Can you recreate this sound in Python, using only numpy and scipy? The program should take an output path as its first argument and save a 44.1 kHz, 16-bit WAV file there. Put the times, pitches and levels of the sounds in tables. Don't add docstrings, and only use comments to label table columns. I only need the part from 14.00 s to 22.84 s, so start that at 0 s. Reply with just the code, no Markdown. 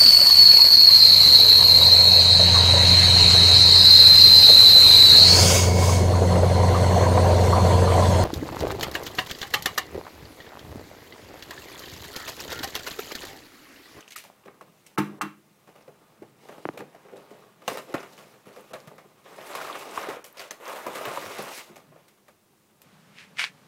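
import sys
import numpy as np
from scipy import signal
from scipy.io import wavfile
from scipy.ndimage import uniform_filter1d

SR = 44100
rng = np.random.default_rng(int(sys.argv[2]) if len(sys.argv) > 2 else 0)


def volts_from_db(level):
    exponent = np.asarray(level, float) / 20
    return 10 ** exponent


def transcribe(u):
    v = np.clip(np.atleast_2d(u).T, -1, 1)
    q = np.round(v * 32767).astype(np.int16)
    wavfile.write(sys.argv[1], SR, q)


N = 389844

# f/Hz, spectral density level/dB
HOLLOW = [(35, -46), (60, -32.5), (140, -6.5), (310, -6.5), (412, -1), (494, -1.5), (701, -8.5), (900, -12),
          (1170, -46), (1980, -120)]
# f/Hz, spectral density level/dB
PANEL = [(260, -22), (450, -1), (571, 3), (701, -0.5), (912, -6), (1120, -1.5), (1580, -8), (2380, -12),
         (3200, -20.5), (4160, -25), (7040, -120)]
# f/Hz, spectral density level/dB
HISS = [(1180, -15.5), (2000, -3.5), (2870, -4.5), (3200, -7.5), (4790, -9), (10000, -14), (13900, -14.5),
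        (15500, -20)]


def evened(x):
    return x / np.sqrt(np.mean(x ** 2) + 1e-20)


def read(points, hz):
    f, value = np.transpose(points)
    return np.interp(np.log(hz + 1), np.log(f + 1), value)


def add(mix, s, sound):
    part = mix[round(s * SR):][:len(sound)]
    part += sound[:len(part)]


def colour(points):
    size = 2 ** 12
    level_db = read(points, abs(np.fft.fftfreq(size, 1 / SR)))
    log_gain = np.log(volts_from_db(np.maximum(level_db, -100)))
    response = np.fft.ifft(np.exp(np.conj(signal.hilbert(log_gain)))).real[:size // 2]
    return response / np.linalg.norm(response)


def passed(x, hz, kind):
    return signal.sosfilt(signal.butter(4, hz, kind, fs=SR, output="sos"), x)


def lumps(shape, samples):
    once = uniform_filter1d(rng.standard_normal(shape), int(samples))
    return evened(uniform_filter1d(once, int(samples)))


def ring(modes, size):
    t = np.arange(size) / SR
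    return sum(rng.choice([-1, 1]) * volts_from_db(db - 60 * t / t60) * np.sin(2 * np.pi * hz * t)
               for hz, db, t60 in modes)


def air():
    # f/Hz, spectral density level/dB
    floor = [(15, -63), (25, -2), (92, -3.5), (108, -3.5), (180, -6), (212, 2), (263, -17), (301, -1),
             (326, -1.5), (607, -12), (2610, -19), (16000, -21.5)]
    floor_db, whine_db, whine_hz = -65.5, -85, 15000
    hiss = signal.oaconvolve(rng.standard_normal(N), colour(floor))[:N]
    whine = np.sin(2 * np.pi * whine_hz * np.arange(N) / SR)
    return volts_from_db(floor_db) * hiss + volts_from_db(whine_db) * whine


def plateau(t, start, length):
    rise_db_per_s, fall_db_per_s = 415, 154
    before, after = np.maximum(start - t, 0), np.maximum(t - start - length, 0)
    return -rise_db_per_s * before - fall_db_per_s * after


def effort(t):
    # t/s, pressure level/dB, speed level/dB
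    hands = [(0, -51.5, -6), (.12, -67.5, 2), (.5, -61.5, -9.5), (.93, -66, 0), (1.34, -72, -1.5),
             (1.6, -65.5, -4), (2.05, -60.5, -9), (2.38, -66, -4), (2.9, -58.5, -9.5), (3.4, -58, -5.5),
             (3.66, -62, -11), (4.5, -61, -6), (5.15, -60.5, -7), (6.3, -57.5, -14), (7.8, -66, -7),
             (8.02, -65, -4), (8.4, -70.5, -5.5), (8.84, -68, -6)]
    # t/s, pressure level/dB, speed level/dB
    pulls = [
        [(5.24, -56.5, -4.5), (5.306, -49.5, -8), (5.45, -45.5, -6), (5.618, -34, -10), (5.91, -43, -7),
         (6.044, -35, -13), (6.162, -41.5, -13), (6.2, -47, -41)],
        [(6.6, -46, -15), (6.7, -35.5, -12), (6.83, -40, -11.5), (7.07, -34, -11), (7.155, -38.5, -4.5),
         (7.5, -40.5, -3), (7.56, -48.5, 5), (7.6, -43.5, 1), (7.64, -65, -10)],
    ]
    # start t/s, length t/s, pressure level/dB, speed level/dB, weight level/dB
    strokes = [(1.07, 0.12, -56.5, -18, 5), (2.418, 0.32, -57.5, -3.5, 2), (3.701, 0.024, -45.5, 3.5, 4),
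               (3.894, 0.1, -48.5, -7, 4.5), (3.997, 0.32, -60, 0, 0), (4.53, 0.28, -61, -0.5, 0),
               (6.1, 0.028, -47.5, -9.5, -13), (6.384, 0.061, -46, -4.5, -6), (7.62, 0.14, -56, -9.5, -1.5),
               (7.55, 0.027, -50, 7.5, -13), (3.12, 0.077, -56, -12.5, 3), (5.795, 0.011, -54, 6, -10),
               (5.96, 0.019, -48.5, 5, -10), (5.466, 0.024, -48, -1, 1), (3.764, 0.018, -54, -4, 3)]
    s, press, speed = np.transpose(hands)
    press = np.interp(t, s, press)
    total = volts_from_db([press - 0.5, press, press + np.interp(t, s, speed)]) ** 2
    for pull in pulls:
        s, press, speed = np.transpose(pull)
        press = np.interp(t, s, press)
        hollow_db = -45 + 0.55 * (press + 42)
        parts = [hollow_db, press, press + np.interp(t, s, speed)]
        total += volts_from_db(parts) ** 2 * (t >= s[0]) * (t < s[-1])
    for start, length, db, speed, weight in strokes:
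        total += volts_from_db(db + np.array([[weight], [0], [speed]]) + plateau(t, start, length)) ** 2
    return np.sqrt(total)


def crackle():
    creases_per_s, crackle_db, pitches = 270, -11.5, 16
    out = np.zeros(N)
    for hz in np.geomspace(900, 11000, num=pitches):
        sizes = volts_from_db(10 * np.minimum(rng.exponential(1, N), 3))
        impulses = sizes * (rng.random(N) < creases_per_s / pitches / SR)
        out += signal.oaconvolve(impulses, ring([(hz, 0, 9 / hz)], size=512))[:N]
    return volts_from_db(crackle_db) * evened(out)


def table_hum(t, hollow_gain):
    # from t/s, to t/s
    lifted = [
        (6.15, 6.75),
        (7.45, 8.1),
    ]
    hum_db, hum_share, lifted_db = -65.5, 0.28, -9
    rumble = signal.oaconvolve(rng.standard_normal(N), colour(HOLLOW))[:N]
    hum = volts_from_db(hum_db) * (hollow_gain / volts_from_db(-55)) ** hum_share
    hum += volts_from_db(-55 + plateau(t, 7.7, 0.22))
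    off_table = sum((t > a) * (t < b) * 1. for a, b in lifted)
    hum *= volts_from_db(lifted_db * uniform_filter1d(off_table, size=2000))
    return hum * volts_from_db(3 * lumps(N, 1500)) * evened(passed(rumble, 229, "low"))


def rubbing():
    slips_per_s, slip_spread_db = 2500, 2
    t = np.arange(N) / SR
    gains = np.repeat(effort(t[::32]), 32, axis=1)[:, :N]
    sizes = volts_from_db(slip_spread_db * np.minimum(rng.exponential(1, N), 5))
    slips = sizes * (rng.random(N) < slips_per_s / SR)
    slips = evened(slips * rng.choice([-1, 1], N))
    pressure = lumps(N, 520)
    out = table_hum(t, gains[0]) + gains[-1] * crackle()
    for shape, gain, grain, lump_db in zip((HOLLOW, PANEL, HISS), gains, (.7, .6, .4), (.9, .9, .7)):
        own = 1.07 * lumps(N, 120)
        drive = grain * slips + (1 - grain) * rng.standard_normal(N)
        drive = drive * volts_from_db(lump_db * pressure + own)
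        out += gain * evened(passed(signal.oaconvolve(drive, colour(shape))[:N], 300, "high"))
    return out


def taps():
    # t/s, strength level/dB, weight level/dB (hollow), hardness level/dB (crack)
    touches = [(.007, -53.5, -21, 7), (.026, -72, -9, 6), (.078, -57.5, -25, 12.5), (.106, -72, -2.5, 30.5),
               (.121, -78, 2.5, 39), (.454, -47.5, 6, -7), (.478, -44.5, -1, -24), (.61, -43.5, -3, -9.5),
               (.864, -69.5, -6, 22.5), (1.807, -54, 2.5, -4), (1.879, -50.5, 9.5, -9),
               (2.221, -47.5, 7.5, -8), (2.487, -38, -1, -10.5), (2.52, -44, 2.5, -10),
               (2.579, -47, 6, -11), (2.736, -53, 13, -8), (2.774, -38.5, -9, -3), (2.789, -38.5, 1, -8),
               (2.803, -40.5, 8, -9.5), (2.949, -47.5, -1, -12), (3.05, -49, 4.5, -27),
               (3.083, -47.5, -1, -29), (3.618, -46, -1.5, -11)]
    snaps = [(3.678, -23.5, -6, -4), (3.708, -34, 2, -16), (3.75, -35.5, -9, -25), (3.772, -31, -16, -6),
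             (3.88, -75, 11, -1.5), (3.94, -23, -4.5, -12.5), (3.999, -37.5, -15, -10),
             (4.029, -39.5, -8, -9.5), (4.125, -70.5, 21, 20.5), (4.339, -54, 5, -5),
             (4.707, -47.5, 2, -19), (4.734, -30.5, -6.5, -11), (4.873, -42.5, -4, -6.5),
             (4.981, -43, -29, -10), (5.05, -68, 13, -13)]
    jolts = [(5.255, -42.5, -29, -23), (5.381, -37, -6, -18), (5.55, -33, -7, 1.5), (5.614, -51, -11, 11),
             (5.751, -33, -17, -10), (5.975, -27.5, -14, -20), (6.508, -36, -13, -1), (6.679, -41, -8, -3),
             (6.759, -40, -20, -5), (6.865, -34, 1, -7), (7.052, -31, 3, -12), (7.079, -33.5, -6, -9),
             (7.173, -31.5, -4, -24), (7.384, -31.5, -2, -4), (7.419, -34.5, -13, -5.5),
             (7.96, -51, -1, -23), (8.081, -63, -11, 10), (8.282, -50, -23, -8), (8.817, -62, 3, 9)]
    scuffs = [(.16, -63, -17, 26.5), (.239, -51, -18, 2), (1.673, -52.5, 1.5, -10), (1.754, -53.5, -2, -8),
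              (3.119, -56, 14, -27), (3.159, -56.5, 5, 0), (3.305, -50, 6, -7), (4.178, -46.5, -4, -3),
              (4.455, -50, 3.5, -7), (4.479, -50, -2, -6.5), (4.561, -44.5, -1, -9),
              (4.913, -54.5, 6.5, -14), (6.088, -32.5, -8, -7.5), (6.243, -50, -27, 3),
              (6.371, -46.5, -14, 4), (6.395, -41, -20, 5.5), (6.951, -37.5, -2, -1),
              (7.758, -49, -3.5, -1.5), (7.916, -54.5, -1, -29)]
    t, out = np.arange(SR // 4) / SR, np.zeros(N)
    shapes = [colour(shape) for shape in (HOLLOW, PANEL, HISS)]
    kinds = (touches, 0.1), (snaps, 0.12), (jolts, 0.12), (scuffs, 0.26)
    rows = [(*row, t60) for contacts, t60 in kinds for row in contacts]
    stutter_db = 2.15 * lumps((len(rows), 1, len(t)), 99) - 2.0
    noise = rng.standard_normal((len(rows), 3, len(t))) * volts_from_db(stutter_db)
    slowness, rises_s = (1.3, 1.05, .8), (.002, .0006, .0003)
    for (s, db, weight, hard, t60), rattle in zip(rows, noise):
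        for shape, part_db, z, slow, rise in zip(shapes, (weight, 0, hard), rattle, slowness, rises_s):
            fall = volts_from_db(-60 * t / (slow * max(t60, .01))) + 0.87 * np.exp(-t / 0.00049)
            drive = z * fall * (1 - np.exp(-t / rise))
            add(out, s, volts_from_db(db + part_db) * signal.fftconvolve(drive, shape))
    return out


def clicks():
    # t/s, peak level/dB, f/Hz, t60/s
    ticks = [(0.0074, -36, 6130, 0.0087), (0.027, -34.5, 2660, 0.008), (0.044, -40, 2600, 0.007),
             (0.079, -29, 2650, 0.0076), (0.109, -39, 2750, 0.007), (0.1201, -43, 2700, 0.007),
             (0.1654, -45, 2750, 0.007), (0.8654, -41, 8490, 0.007), (3.1697, -40, 3760, 0.007),
             (3.6787, -12.5, 2830, 0.006), (4.1899, -40, 3370, 0.0094), (5.5523, -34, 2860, 0.0059),
             (6.2425, -32, 5750, 0.007), (6.327, -40, 12000, 0.009), (6.381, -32, 5230, 0.006),
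             (6.3945, -23.5, 4640, 0.007), (6.5092, -21, 6250, 0.0099), (6.6797, -31.5, 6300, 0.0089),
             (6.7575, -36, 2680, 0.007), (7.0534, -19, 2900, 0.0064), (7.3841, -35, 11100, 0.0064),
             (7.7662, -43, 6400, 0.0062), (8.081, -53, 3860, 0.007), (8.8184, -41, 11790, 0.0093)]
    bumps = [(0.157, -34, 1900, 0.024), (0.161, -26.5, 1254, 0.024), (0.61, -30, 1110, 0.023),
             (1.877, -35.5, 510, 0.035), (2.22, -22.5, 367, 0.024), (2.772, -28, 513, 0.03),
             (2.802, -39, 500, 0.027), (2.946, -35, 664, 0.034), (3.082, -40, 415.6, 0.034),
             (3.116, -50, 516, 0.03), (3.158, -31, 546, 0.017), (3.942, -6.5, 420, 0.023),
             (4.569, -29.5, 500, 0.039), (4.872, -30, 154, 0.05), (5.502, -33, 494, 0.031),
             (5.551, -19, 1085, 0.026), (5.698, -24.5, 1160, 0.052), (5.752, -23, 1170, 0.025),
             (5.977, -12, 1180, 0.012), (6.086, -9, 398, 0.018), (6.864, -28.5, 990, 0.12),
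             (7.079, -28, 636, 0.03), (7.174, -23, 990, 0.037), (7.696, -45, 350, 0.23),
             (8.281, -58, 503, 0.02)]
    # t/s, peak level/dB, f/Hz, t60/s
    thuds = [
        (2.224, -42, 225, 0.1),
        (3.944, -19.5, 266, 0.042),
        (7.071, -23, 132, 0.054),
    ]
    out, t = np.zeros(N), np.arange(SR // 10) / SR
    for s, db, hz, t60 in ticks + bumps + thuds:
        pair = ring([(hz, 0, t60), (1.155 * hz, -5, 0.54 * t60)], size=len(t))
        add(out, s, volts_from_db(db - 1.0) * pair * (1 - np.exp(-t * hz / 1.12)))
    return out


def creases():
    # t/s, peak level/dB, f/Hz, number of cycles
    cracks = [(.0075, -47, 11000, 3.5), (0.109, -40, 6300, 4), (.1205, -41, 6330, 4), (.128, -42, 6300, 4),
              (0.1625, -32, 12500, 3), (0.162, -38, 6050, 1.7), (.168, -31, 8000, 2), (.186, -34, 9000, 2),
              (.4384, -51, 2690, 3), (.085, -43, 6300, 5), (0.866, -42, 6000, 1.4), (.984, -36, 11100, 2.6),
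              (1.216, -19.5, 7060, 0.61), (1.824, -52, 5000, 1), (2.5694, -53, 5000, 1.3),
              (2.7365, -50, 4000, 1.5), (2.793, -43, 5030, 1), (3.1697, -43, 8000, 1.3),
              (3.3436, -51, 2910, 2), (3.6791, -24.5, 6200, 4.3), (3.6795, -31, 13000, 2.2),
              (3.9413, -31, 4960, 1.1), (3.9811, -31, 2970, 1.3), (4.004, -42, 5500, 1.8),
              (4.17, -43, 6000, 1.3), (4.4691, -49, 10600, 4), (4.6083, -43, 11000, 1.3),
              (4.704, -56, 9000, 1.5), (4.741, -39, 3970, 1.5), (4.803, -40, 5000, 1.4),
              (4.958, -50, 13000, 2), (5.3631, -45, 9000, 1.5), (5.4633, -37, 10000, 0.91),
              (5.5347, -36, 4000, 1.5), (5.554, -38, 12000, 1.1), (5.728, -32, 3500, 2.2),
              (5.7901, -36, 10000, 1.2), (5.9123, -36, 7450, 1.4), (5.9593, -36, 9000, 1),
              (6.03, -41, 6000, 5), (6.0772, -39, 3940, 1.2), (6.243, -35, 11000, 1.5),
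              (6.5095, -33.5, 10500, 2.3), (6.6556, -35, 5000, 1.3), (7.0545, -27, 13600, 2),
              (7.3416, -48, 5000, 2), (7.369, -42, 11000, 2), (7.425, -35, 11000, 1.5),
              (7.518, -37, 12000, 1.5), (7.55, -32, 10000, 1.5)]
    pats = [(.249, -43, 895, 2), (.3, -41.5, 784, 0.97), (.9762, -21.5, 1390, 1.7), (.9872, -22, 900, 1.1),
            (1.2112, -20, 1310, 1.1), (3.6793, -14.5, 940, 0.73), (3.752, -26, 506, 1.1),
            (3.941, -28, 149, 1.15), (7.25, -47, 103, 2.7), (5.977, -48, 70, 0.53), (3.9452, -14, 398, 1),
            (4.469, -45, 194, 1.6), (7.768, -40.5, 690, 1.7), (7.96, -46, 604, 2.4),
            (8.2815, -52, 1860, 2.7), (8.288, -54, 1010, 1.9), (4.735, -33, 1100, 0.62),
            (4.882, -41.5, 595, 1), (4.915, -41, 900, 1.8), (5.505, -29.5, 510, 1.2),
            (5.541, -29, 900, 1.8), (5.614, -28, 1420, 2.4), (5.649, -29.5, 1260, 3),
            (5.674, -35, 544, 1.4), (5.9755, -18, 1150, 1.5), (5.98, -20.5, 790, 1.5), (3.135, -41, 500, 2),
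            (3.145, -41, 600, 1.6), (3.2, -45, 550, 1.8), (6.168, -34, 493, 1.8), (6.606, -43, 503, 3),
            (6.793, -36, 1180, 1.6), (7.01, -31, 604, 2.3), (7.085, -28, 700, 0.89),
            (7.1735, -21.5, 1000, 1.4), (7.242, -30.5, 563, 2.1), (7.392, -27, 494, 1.4),
            (7.512, -42, 464, 2)]
    splinter_db, splinter_t60 = -24, .035
    out, t = np.zeros(N), np.arange(SR // 20) / SR
    events = cracks + pats
    splinters = rng.standard_normal((len(events), len(t))) ** 3
    splinters = splinters * volts_from_db(splinter_db - 60 * t / splinter_t60)
    for (s, db, hz, cycles), after in zip(events, splinters):
        u = t * hz / max(cycles, .3) * 2
        burst = np.sin(2 * np.pi * hz * t) * u * np.exp(1 - u)
        trail = signal.fftconvolve(after, burst) / np.linalg.norm(burst)
        add(out, s, volts_from_db(db) * (burst + trail[:len(t)]))
    return out


def knife():
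    # t/s, ring level/dB, table boom level/dB, clatter level/dB, contact t/s
    knocks = [
        (0.976, -21.5, -43, 0, 0.0137),
        (1.211, -23.5, -50.5, 0, 0.0076),
    ]
    # f/Hz, level/dB, t60/s
    table_modes = [(155, -9, .3), (204, -4, .35), (285, -10, .3), (313, -1.5, .45), (348, -7, .45),
                   (425, -10, .2)]
    # f/Hz, level/dB, t60/s
    knife_modes = [(895, -2, .16), (1075, -2.5, .18), (1235, -4, .09), (1335, 0, .1), (1560, -8, .1),
                   (2100, -11, .11), (2720, -10, .09)]
    free_s, mute_db_per_s, mute_db = (0.133, 0.054), 600, -14.5
    out = np.zeros(N)
    wood, blade = ring(table_modes, size=SR // 2), ring(knife_modes, size=SR // 4)
    t = np.arange(SR // 5) / SR
    wood_t = np.arange(len(wood)) / SR
    for (s, db, boom_db, clatter_db, contact), free in zip(knocks, free_s):
        boom = wood * volts_from_db(np.clip(mute_db_per_s * (free - wood_t), mute_db, 0))
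        boom = boom * volts_from_db(3 * lumps(len(wood), 400))
        chatter = rng.standard_normal(len(t)) ** 3 * np.exp(-(t / contact) ** 2) + 40 * (t == 0)
        chatter /= np.linalg.norm(chatter)
        push = np.exp(-((t - 0.58 * contact) / 0.00037) ** 2)
        boom = signal.fftconvolve(push / push.sum(), boom)
        add(out, s, volts_from_db(boom_db) * passed(boom, 123, "high") * 10)
        add(out, s, volts_from_db(db - 3.5) * signal.fftconvolve(chatter, blade))
        for shape, part_db, fade, swell in ((HISS, -11, .008, .007), (PANEL, -4, .027, .001)):
            fall = np.exp(-np.maximum(t - contact, 0) / fade)
            rattle = rng.standard_normal(len(t)) * fall * np.minimum(t / swell, 1) ** 2
            rattle = passed(signal.fftconvolve(rattle, colour(shape)), 960, "high")
            add(out, s, volts_from_db(db + clatter_db + part_db) * rattle)
    return out


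def flap_pops():
    # t/s, level/dB, snap f/Hz, box air f/Hz
    releases = [
        (2.654, -13.5, 880, 296),
        (2.6891, -15, 890, 294),
        (2.807, -24.5, 900, 454),
    ]
    out, t = np.zeros(N), np.arange(SR // 20) / SR
    for s, db, snap_hz, air_hz in releases:
        snap = 3.4 * np.sin(2 * np.pi * snap_hz * t ** 0.93 / 2) * np.exp(-t / 0.00024)
        swing = 0.34 * np.sin(2 * np.pi * air_hz * (t - .0016))
        swing = swing * np.exp(-(t / 0.0075) ** 2) * (1 - np.exp(-t / 0.0012))
        add(out, s, volts_from_db(db) * (snap + swing))
    return passed(passed(out, 2740, "low"), 133, "high")


def patchy(x, patchy_db):
    z = signal.stft(x, nperseg=256, noverlap=192)[2]
    patches = uniform_filter1d(rng.standard_normal(z.shape), size=7, axis=0)
    patches = uniform_filter1d(patches, size=22, axis=1)
    z = z * volts_from_db(patchy_db * evened(patches) - 1.5)
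    return signal.istft(z, nperseg=256, noverlap=192)[1][:N]


def facing(x):
    # t/s, treble level/dB
    turns = [(0, -6), (.3, 1.5), (.9, 1.5), (1.3, 3), (2.3, -2), (4.7, 0), (6.15, -1), (6.28, 8),
             (6.4, -6.5), (6.58, 5), (7.4, -2), (8.84, 5.5)]
    top = signal.sosfiltfilt(signal.butter(2, 7000, "high", fs=SR, output="sos"), x)
    lift_db = np.interp(np.arange(N) / SR, *np.transpose(turns))
    return x + (volts_from_db(lift_db) - 1) * top


def room(x):
    # f/Hz, t60/s
    decay = [(100, 0.52), (260, 0.47), (700, 0.24), (1840, 0.34), (4850, 0.3), (12800, 0.32)]
    tail = np.zeros(SR // 2)
    at = np.arange(200, len(tail) - 20, 20)
    tail[at + rng.integers(0, 20, len(at))] = rng.choice([-1., 1.], len(at))
    hz, t, z = signal.stft(tail, SR, nperseg=256)
    z = z * volts_from_db(-60 * t / read(decay, hz)[:, None])
    tail = signal.istft(z, SR, nperseg=256)[1]
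    return signal.fftconvolve(x, tail / np.linalg.norm(tail))[:N]


def hushed(x):
    hushes = [
        (.149, .157, 4500),
        (.961, .9745, 1300),
        (1.193, 1.2095, 2200),
        (3.9325, 3.9375, 1600),
        (4.724, 4.731, 3000),
        (6.2315, 6.239, 3200),
        (6.492, 6.506, 7000),
        (7.045, 7.051, 9500),
        (7.372, 7.382, 9500),
    ]
    out = x.copy()
    for start, end, hz in hushes:
        a, size = round(start * SR), round((end - start) * SR)
        high = signal.butter(4, hz, "high", fs=SR, output="sos")
        top = signal.sosfiltfilt(high, x[:, :a + size])[0, a:]
        add(out[0], start, -.93 * top * signal.windows.tukey(size, .3))
    return out


def scene():
    room_db = -9
    near = facing(patchy(rubbing(), patchy_db=1.6) + taps())
    laid = knife()
    close = flap_pops() + clicks()
    echo = room(near + laid + volts_from_db(-11.0) * close)
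    return (near + laid + close + volts_from_db(room_db) * echo + air() + creases())[None]


def band_limit(x):
    return signal.sosfilt(signal.butter(12, 16430, fs=SR, output="sos"), x)


def record(dry):
    edge_hz = 15850
    murmur = volts_from_db(-89.5) * evened(signal.lfilter([1], [1, -.995], rng.standard_normal(dry.shape)))
    jolt = volts_from_db(-37.0) * passed(abs(dry), 81, "low")
    wide = passed(dry, 93.0, "high") + murmur + jolt
    band = signal.firwin(511, edge_hz, window=("kaiser", 9), fs=SR)[None]
    return band_limit(signal.oaconvolve(hushed(wide), band, "same"))


dry = scene()
out = record(dry)
transcribe(out)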